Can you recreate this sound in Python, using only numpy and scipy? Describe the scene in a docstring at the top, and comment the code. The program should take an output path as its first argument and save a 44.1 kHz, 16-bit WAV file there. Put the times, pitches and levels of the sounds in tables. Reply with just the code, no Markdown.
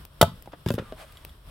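"""A baton drives a knife through a log at a campsite: damped modes sound the wood, the block and the blade,
and bursts of grainy noise the tearing fibres. The split halves topple and knock about as shorter modal rings,
thuds and crunches; then a piece is dragged over the ground and picked up, as swells of hiss and resonance.
A small fire snaps nearby in bright noise bursts over the low rumble of the night, which is shaped noise;
trees and ground scatter a short tail, made by convolution with decaying noise."""
import sys
import numpy as np
from scipy import signal
from scipy.fft import rfft, irfft
from scipy.io import wavfile

SR = 44100
rng = np.random.default_rng(int(sys.argv[2]) if len(sys.argv) > 2 else 0)


def master(y):
    """Save y as 16-bit WAV."""
    cut = np.clip(np.atleast_2d(y).T, -1, 1)
    pcm = np.round(cut * 32767)  # scale
    wavfile.write(sys.argv[1], SR, pcm.astype(np.int16))


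N = 66150
TIME, HZ = np.arange(N) / SR, np.fft.rfftfreq(N, 1 / SR)


def amp(db):
    """Amplitude ratio: twenty decibels are a factor of ten."""
    return 10 ** (np.asarray(db) / 20)


def unit(x):
    """Normalization by the root mean square, to rms 1."""
    return x / np.sqrt(np.mean(x ** 2) + 1e-20)


def read(points, hz):
    """Interpolation along a logarithmic frequency axis."""
    f, value = np.transpose(points)
    return np.interp(np.log(hz + 1), np.log(f + 1), value)


def add(mix, s, sound):
    """Superposition: a sound adds to the mix from its start time in seconds."""
    part = mix[..., round(s * SR):][..., :sound.shape[-1]]
    part += sound[..., :part.shape[-1]]


RING_RISE_S = 0.00093


def ring(modes, rise_s, pitch=1, tilt_db=0, length=1):
    """Modal synthesis: a struck body sounds as a sum of exponentially damped sines."""
    t = TIME[:SR // 2]
    swing = np.zeros(len(t))
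    for k, (hz, db, t60) in enumerate(modes):
        level_db = db + tilt_db * np.log2(hz / 600)
        decay_db = -60 * t / (t60 * length)
        # each mode lies a quarter turn behind the one before
        swing += amp(level_db + decay_db) * np.sin(2 * np.pi * hz * pitch * t - k * np.pi / 2)
    return swing * (1 - np.exp(-t / rise_s))


NEAR_SPREAD = 0.55  # side to mid amplitude ratio


def noise(colour, tilt_db=0, grain_db=0):
    """Filtered noise: random amplitude makes the grain, a spectral gain the colour."""
    white = rng.standard_normal((2, N))
    grain = amp(grain_db * np.minimum(rng.exponential(1, N), 4))
    mid, side = white * grain
    stereo = np.array([mid + NEAR_SPREAD * side, mid - NEAR_SPREAD * side])
    tilt = tilt_db * np.log2(np.maximum(HZ, 1000) / 1000)  # acts above 1 kHz
    low_cut = HZ / np.hypot(HZ, 200)
    return unit(irfft(rfft(stereo) * amp(read(colour, HZ) + tilt) * low_cut, N))


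GRAIN_DB, BURST_RISE_S = 2, 0.00018


def burst(colour, decay_s, tilt_db=0):
    """Crackling noise: a cluster of tiny fractures starts at once and dies exponentially."""
    envelope = (1 - np.exp(-TIME / BURST_RISE_S)) * np.exp(-TIME / decay_s)
    return noise(colour, tilt_db, GRAIN_DB) * envelope * np.sqrt(2)


# Modes of baton and log together. Each row: frequency in Hz, level in dB, t60 in seconds.
BATON_MODES = [(210, -11, 0.059), (350, -3, 0.014), (500, -8, 0.032), (702, -8, .028), (917, -6.5, 0.041),
               (1327, -4.5, 0.021), (1733, -28.5, 0.017), (2132, -12, 0.024)]


def baton_blow(out):
    """Impact excitation: the baton lands on the knife and sets baton and log ringing."""
    add(out, 0.2122, amp(-2.5) * ring(BATON_MODES, RING_RISE_S))


# Modes of the chopping block. Each row: frequency in Hz, level in dB, t60 in seconds.
BLOCK_MODES = [(87.4, -14, .16), (117, -8.5, 0.031), (160, -10.5, 0.077), (229.7, -24, 0.098),
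               (402, -12.5, 0.039), (510, -13.5, 0.057), (607, -1, 0.038), (680, -6.5, .065),
               (869, -9, 0.067), (962, -11, 0.035), (1218, -10.5, 0.032), (1306, -22, 0.14),
               (1493, -14, 0.035)]


def block_slam(out):
    """Slower impact: the knife bottoms out on the block, whose modes rise more gently."""
    add(out, 0.2256, amp(-1.5) * ring(BLOCK_MODES, rise_s=0.0023))


# Fibres tear as the log splits. Each row: start in seconds, level in dB, decay time constant in seconds.
SPLITS = [(0.2124, -17.5, 0.0025), (.214, -7.5, 0.0026), (.218, -10.5, 0.0011), (0.2271, -18.5, 0.0026),
          (0.2305, -27.5, 0.0047)]
# Spectrum of tearing fibres. Each row: frequency in Hz, gain in dB.
SPLIT_COLOUR = [(300, -22), (1000, 8.5), (2200, -6), (3400, 3), (5500, -5.5), (8000, -6), (11500, -5.5),
                (16000, -10.5)]


def tearing_fibres(out):
    """Brittle fracture: each tear sounds as a short broadband burst."""
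    for s, db, decay_s in SPLITS:
        add(out, s, amp(db) * burst(SPLIT_COLOUR, decay_s))


# Blade rings. Each row: start in seconds, level in dB.
CLINKS = [(.214, -17.5), (0.2179, -27), (1.1707, -49), (1.293, -54.5)]
# Modes of the steel blade. Each row: frequency in Hz, level in dB, t60 in seconds.
BLADE_MODES = [(1986, -2, 0.035), (2160, -3, 0.023), (2966, -4.5, 0.054), (3134, -4.5, 0.056),
               (3283, 4, 0.033), (3455, -2.5, 0.053), (3787, 7, 0.018), (4610, -1, 0.022),
               (5534, -5.5, .025), (7260, -5.5, 0.04), (9260, -10.5, 0.047), (11630, -3.5, 0.053)]


def blade(out):
    """Free vibration of a stiff steel blade: high modes ring at each clink."""
    for s, db in CLINKS:
        add(out, s, amp(db) * ring(BLADE_MODES, RING_RISE_S))


def chop():
    """Superposition of blow, slam, tearing fibres and ringing blade."""
    out = np.zeros((2, N))
    for source in (baton_blow, block_slam, tearing_fibres, blade):
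        source(out)
    return out


# Modes of the ground under a knock. Each row: frequency in Hz, level in dB, t60 in seconds.
THUD_MODES = [(84, -0.5, 0.045), (113.6, 2, 0.082), (169.6, 3.5, 0.068), (228.6, 3.5, 0.049)]


def ground_thud():
    """Heavily damped low modes: the ground rises slowly and gives a dull thud."""
    return ring(THUD_MODES, rise_s=0.0047)


# Knocks of the pieces. Each row: start in seconds, ring level in dB, frequency ratio,
# tilt in dB per octave about 600 Hz, t60 ratio, ground thud level in dB.
KNOCKS = [(0.458, -46, 1.64, 2, 0.47, -52), (0.4743, -34.5, 1.41, -2.5, 0.47, -48),
          (.5348, -34, 1.205, -0.5, .55, -51), (0.6621, -20, 0.62, 2.5, 0.68, -18.5),
          (.686, -35, 0.92, -5, 0.51, -31), (0.7036, -19.5, 0.98, 1, 1, -22),
          (0.7116, -31.5, 1.02, -3.5, 1, -32), (0.7391, -28.5, 0.81, -1.5, 0.71, -24.5),
          (.7803, -22, 1, -3.5, 0.63, -43.5), (0.7951, -29, 0.92, 1.5, 0.84, -29),
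          (.8218, -39, 0.95, -9, 0.67, -56), (0.9224, -30, 1.09, -0.5, 0.91, -47.5)]
# Modes of a split piece at ratios of 1. Each row: frequency in Hz, level in dB, t60 in seconds.
PIECE_MODES = [(242, -10, 0.1), (372, -3, 0.044), (463, -6, 0.044), (578.4, -0.5, 0.067), (697, -10, 0.031),
               (1032, -9.5, 0.032), (1439, -15.5, 0.053), (1595, -20.5, 0.061), (2020, -26, .04),
               (2675, -21, 0.074), (3580, -24, 0.035)]


def knocks(out):
    """Coupled impact: each knock excites the modes of the wood and of the ground together."""
    for s, db, pitch, tilt_db, length, thud_db in KNOCKS:
        add(out, s, amp(db) * ring(PIECE_MODES, RING_RISE_S, pitch, tilt_db, length))
        add(out, s, amp(thud_db) * ground_thud())


# The log settles on the ground after the blow. Each row: start in seconds, level in dB.
SETTLES = [(0.278, -32.5), (.319, -41), (.336, -47.5)]


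def settling(out):
    """Weak impacts: the log excites only the ground modes."""
    for s, db in SETTLES:
        add(out, s, amp(db) * ground_thud())


# Splinters and grit crunch under the pieces. Each row: start in seconds, level in dB,
# decay time constant in seconds, tilt in dB per octave above 1 kHz.
CRUNCHES = [(0.458, -52, 0.0038, 0.5), (.52, -52, 0.0099, -3), (.532, -42, 0.0094, -10.5),
            (0.6607, -41.5, 0.0096, 0.5), (0.675, -41, .008, 0), (.686, -32, 0.0065, -0.5),
            (0.704, -30, 0.0029, 0.5), (0.7163, -36.5, 0.0028, 8), (0.722, -45.5, 0.012, 6.5),
            (0.7388, -36.5, 0.0043, 3.5), (0.751, -43.5, 0.0065, 3), (0.7804, -39.5, 0.0056, -6.5),
            (0.7862, -34, 0.011, -7), (0.9232, -37, 0.0014, -5.5)]
# Spectrum of the crunches before tilt. Each row: frequency in Hz, gain in dB.
CRUNCH_COLOUR = [(300, -1), (1000, -3.5), (1220, 5), (1500, 2), (1950, 1.5), (2250, -8), (2700, 3),
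                 (3100, 0), (3600, 5), (4200, -7.5), (4900, -1), (6200, -10), (7300, -8.5), (9500, -11.5),
                 (11700, -8.5), (16000, -15)]


def crunches(out):
    """Granular crushing: splinters and grit break in short bursts of noise."""
    for s, db, decay_s, tilt_db in CRUNCHES:
        add(out, s, amp(db) * burst(CRUNCH_COLOUR, decay_s, tilt_db))


def pieces():
    """Superposition of wood knocks, thuds and crunches."""
    out = np.zeros((2, N))
    for source in (knocks, settling, crunches):
        source(out)
    return out


# Wood and gloves slide. Each row: middle in seconds, Gaussian spread in seconds, hiss level in dB,
# hiss tilt in dB per octave above 1 kHz, resonance level in dB, resonance frequency in Hz at the middle,
# glide in octaves per second.
SLIDES = [(0.283, 0.0298, -68.5, -6, -51, 998, 5.5), (.85, 0.074, -53.5, -2, -54, 1300, -3),
          (1.011, 0.0252, -45.5, -0.5, -47.5, 682.5, -4.5), (1.145, 0.094, -57, 0.5, -64, 1166, -3)]
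# Spectrum of the hiss before tilt. Each row: frequency in Hz, gain in dB.
SLIDE_COLOUR = [(200, -3), (700, 3), (1300, 1.5), (2400, -1.5), (3500, -3.5), (6500, -15.5), (9000, -8.5),
                (12000, -16), (16000, -16)]
SLIDE_WIDTH_HZ = 113  # bandwidth of each of two equal poles


def slides():
    """Friction noise: gritty hiss and one gliding resonance swell and fade together."""
    out = np.zeros((2, N))
    pole = np.exp(-np.pi * SLIDE_WIDTH_HZ / SR)
    for s, spread_s, hiss_db, tilt_db, tone_db, hz, glide in SLIDES:
        octaves = glide * np.clip(TIME - s, -2 * spread_s, 2 * spread_s)
        turns = np.cumsum(hz * 2 ** octaves) / SR
        # narrow complex noise, shifted up to the gliding frequency
        white = rng.standard_normal(N) + 1j * rng.standard_normal(N)
        rub = signal.lfilter([1], np.poly([pole, pole]), white)
        tone = unit((rub * np.exp(2j * np.pi * turns)).real)
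        hiss = noise(SLIDE_COLOUR, tilt_db, grain_db=2.5)
        swell = np.exp(-.5 * ((TIME - s) / spread_s) ** 2)
        out += swell * (amp(hiss_db) * hiss + amp(tone_db) * tone)
    return out


# The fire snaps. Each row: start in seconds, level in dB, left minus right in dB before the overall balance.
SNAPS = [(0.0516, -34, 4), (.4238, -42.5, 12.5), (1.123, -44, 6), (1.2496, -31, 2.5)]
# Spectrum of a snap. Each row: frequency in Hz, gain in dB.
SNAP_COLOUR = [(250, 4.5), (700, 1), (1500, -7), (2700, 3), (3900, -8), (5200, -3.5), (6500, -10.5),
               (8000, -0.5), (10000, -8.5), (13000, 4), (16000, -1)]


def fire():
    """Impulsive radiation: burning wood snaps in brief bright bursts, placed by level difference."""
    out = np.zeros((2, N))
    for s, db, pan_db in SNAPS:
        gain = amp([[db + pan_db / 2], [db - pan_db / 2]])
        add(out, s, gain * burst(SNAP_COLOUR, decay_s=0.0013))
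    return out


# Likeness of the far sound. Each row: frequency in Hz, left-right correlation from 0 to 1.
LIKENESS = [(30, 1), (150, 0.98), (500, 0.56), (2000, 0.17), (15000, 0.13)]


def diffuse():
    """Diffuse-field coherence: spectra of far sound, alike left and right in the bass."""
    mid, side = rfft(rng.standard_normal((2, N)))
    same = np.clip(read(LIKENESS, HZ), 0, 1)
    mid, side = mid * np.sqrt(1 + same), side * np.sqrt(1 - same)
    return np.array([mid + side, mid - side])


# Decay of the tail. Each row: frequency in Hz, t60 in seconds.
TAIL_T60 = [(80, 0.43), (400, 0.13), (1200, 0.21), (4000, 0.25), (15000, 0.21)]
# Spectrum at the head of the tail. Each row: frequency in Hz, gain in dB.
TAIL_COLOUR = [(60, -1), (400, -6.5), (1200, -0.5), (3500, -1), (7000, -4.5), (15000, -3)]
TAIL_DB, TAIL_BUILD_S = -19, 0.012


def clearing(x):
    """Reverberation by convolution: trees and ground scatter a tail that decays band by band."""
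    hz, t, z = signal.stft(irfft(diffuse(), N), SR, nperseg=256)
    decay_db = -60 * t / read(TAIL_T60, hz)[:, None]
    shaped = z * amp(read(TAIL_COLOUR, hz)[:, None] + decay_db)
    tail = signal.istft(shaped, SR, nperseg=256)[1][:, :N]
    tail = tail * (1 - np.exp(-(TIME / TAIL_BUILD_S) ** 2))
    tail = tail / np.linalg.norm(tail[0])  # unit energy on the left
    return amp(TAIL_DB) * signal.fftconvolve(x, tail, axes=1)[:, :N]


# Spectrum of the night. Each row: frequency in Hz, relative density in dB per Hz.
NIGHT_COLOUR = [(18, -25.5), (38, 0), (60, -5), (105, -12), (150, -11), (210, -23), (400, -26.5),
                (620, -23.5), (760, -32), (1100, -25), (1600, -30), (2300, -36.5), (3300, -30), (4400, -38),
                (5500, -37), (6300, -50.5), (7100, -46), (9000, -36.5), (10200, -43.5), (11600, -36),
                (13500, -43.5), (16000, -43)]
NIGHT_DB, NIGHT_WANDER_DB = -49.5, 2  # rms before the wander, rms of the wander


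def night():
    """Shaped noise with slow modulation: low rumble and faint hiss wander in level below 10 Hz."""
    wander = unit(irfft(rfft(rng.standard_normal(N)) * (HZ < 10), N))
    rumble = unit(irfft(diffuse() * amp(read(NIGHT_COLOUR, HZ)), N))
    return rumble * amp(NIGHT_DB + NIGHT_WANDER_DB * wander)


BALANCE_DB = 0.87  # left minus right


def scene():
    """Linear superposition of near sounds, their tail and the night."""
    near = chop() + pieces() + slides() + fire()
    tail = clearing(near.mean(0, keepdims=True))
    return (near + tail + night()) * amp([[BALANCE_DB / 2], [-BALANCE_DB / 2]])


EDGE_HZ = 16100


def record(dry):
    """Soft saturation rounds the loudest peaks off at full scale; a low-pass then limits the band."""
    rounded = dry / (1 + dry ** 6) ** (1 / 6)
    low_pass = signal.firwin(255, EDGE_HZ, window=("kaiser", 8), fs=SR)
    return signal.oaconvolve(rounded, low_pass[None], "same")


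dry = scene()
out = record(dry)
master(out)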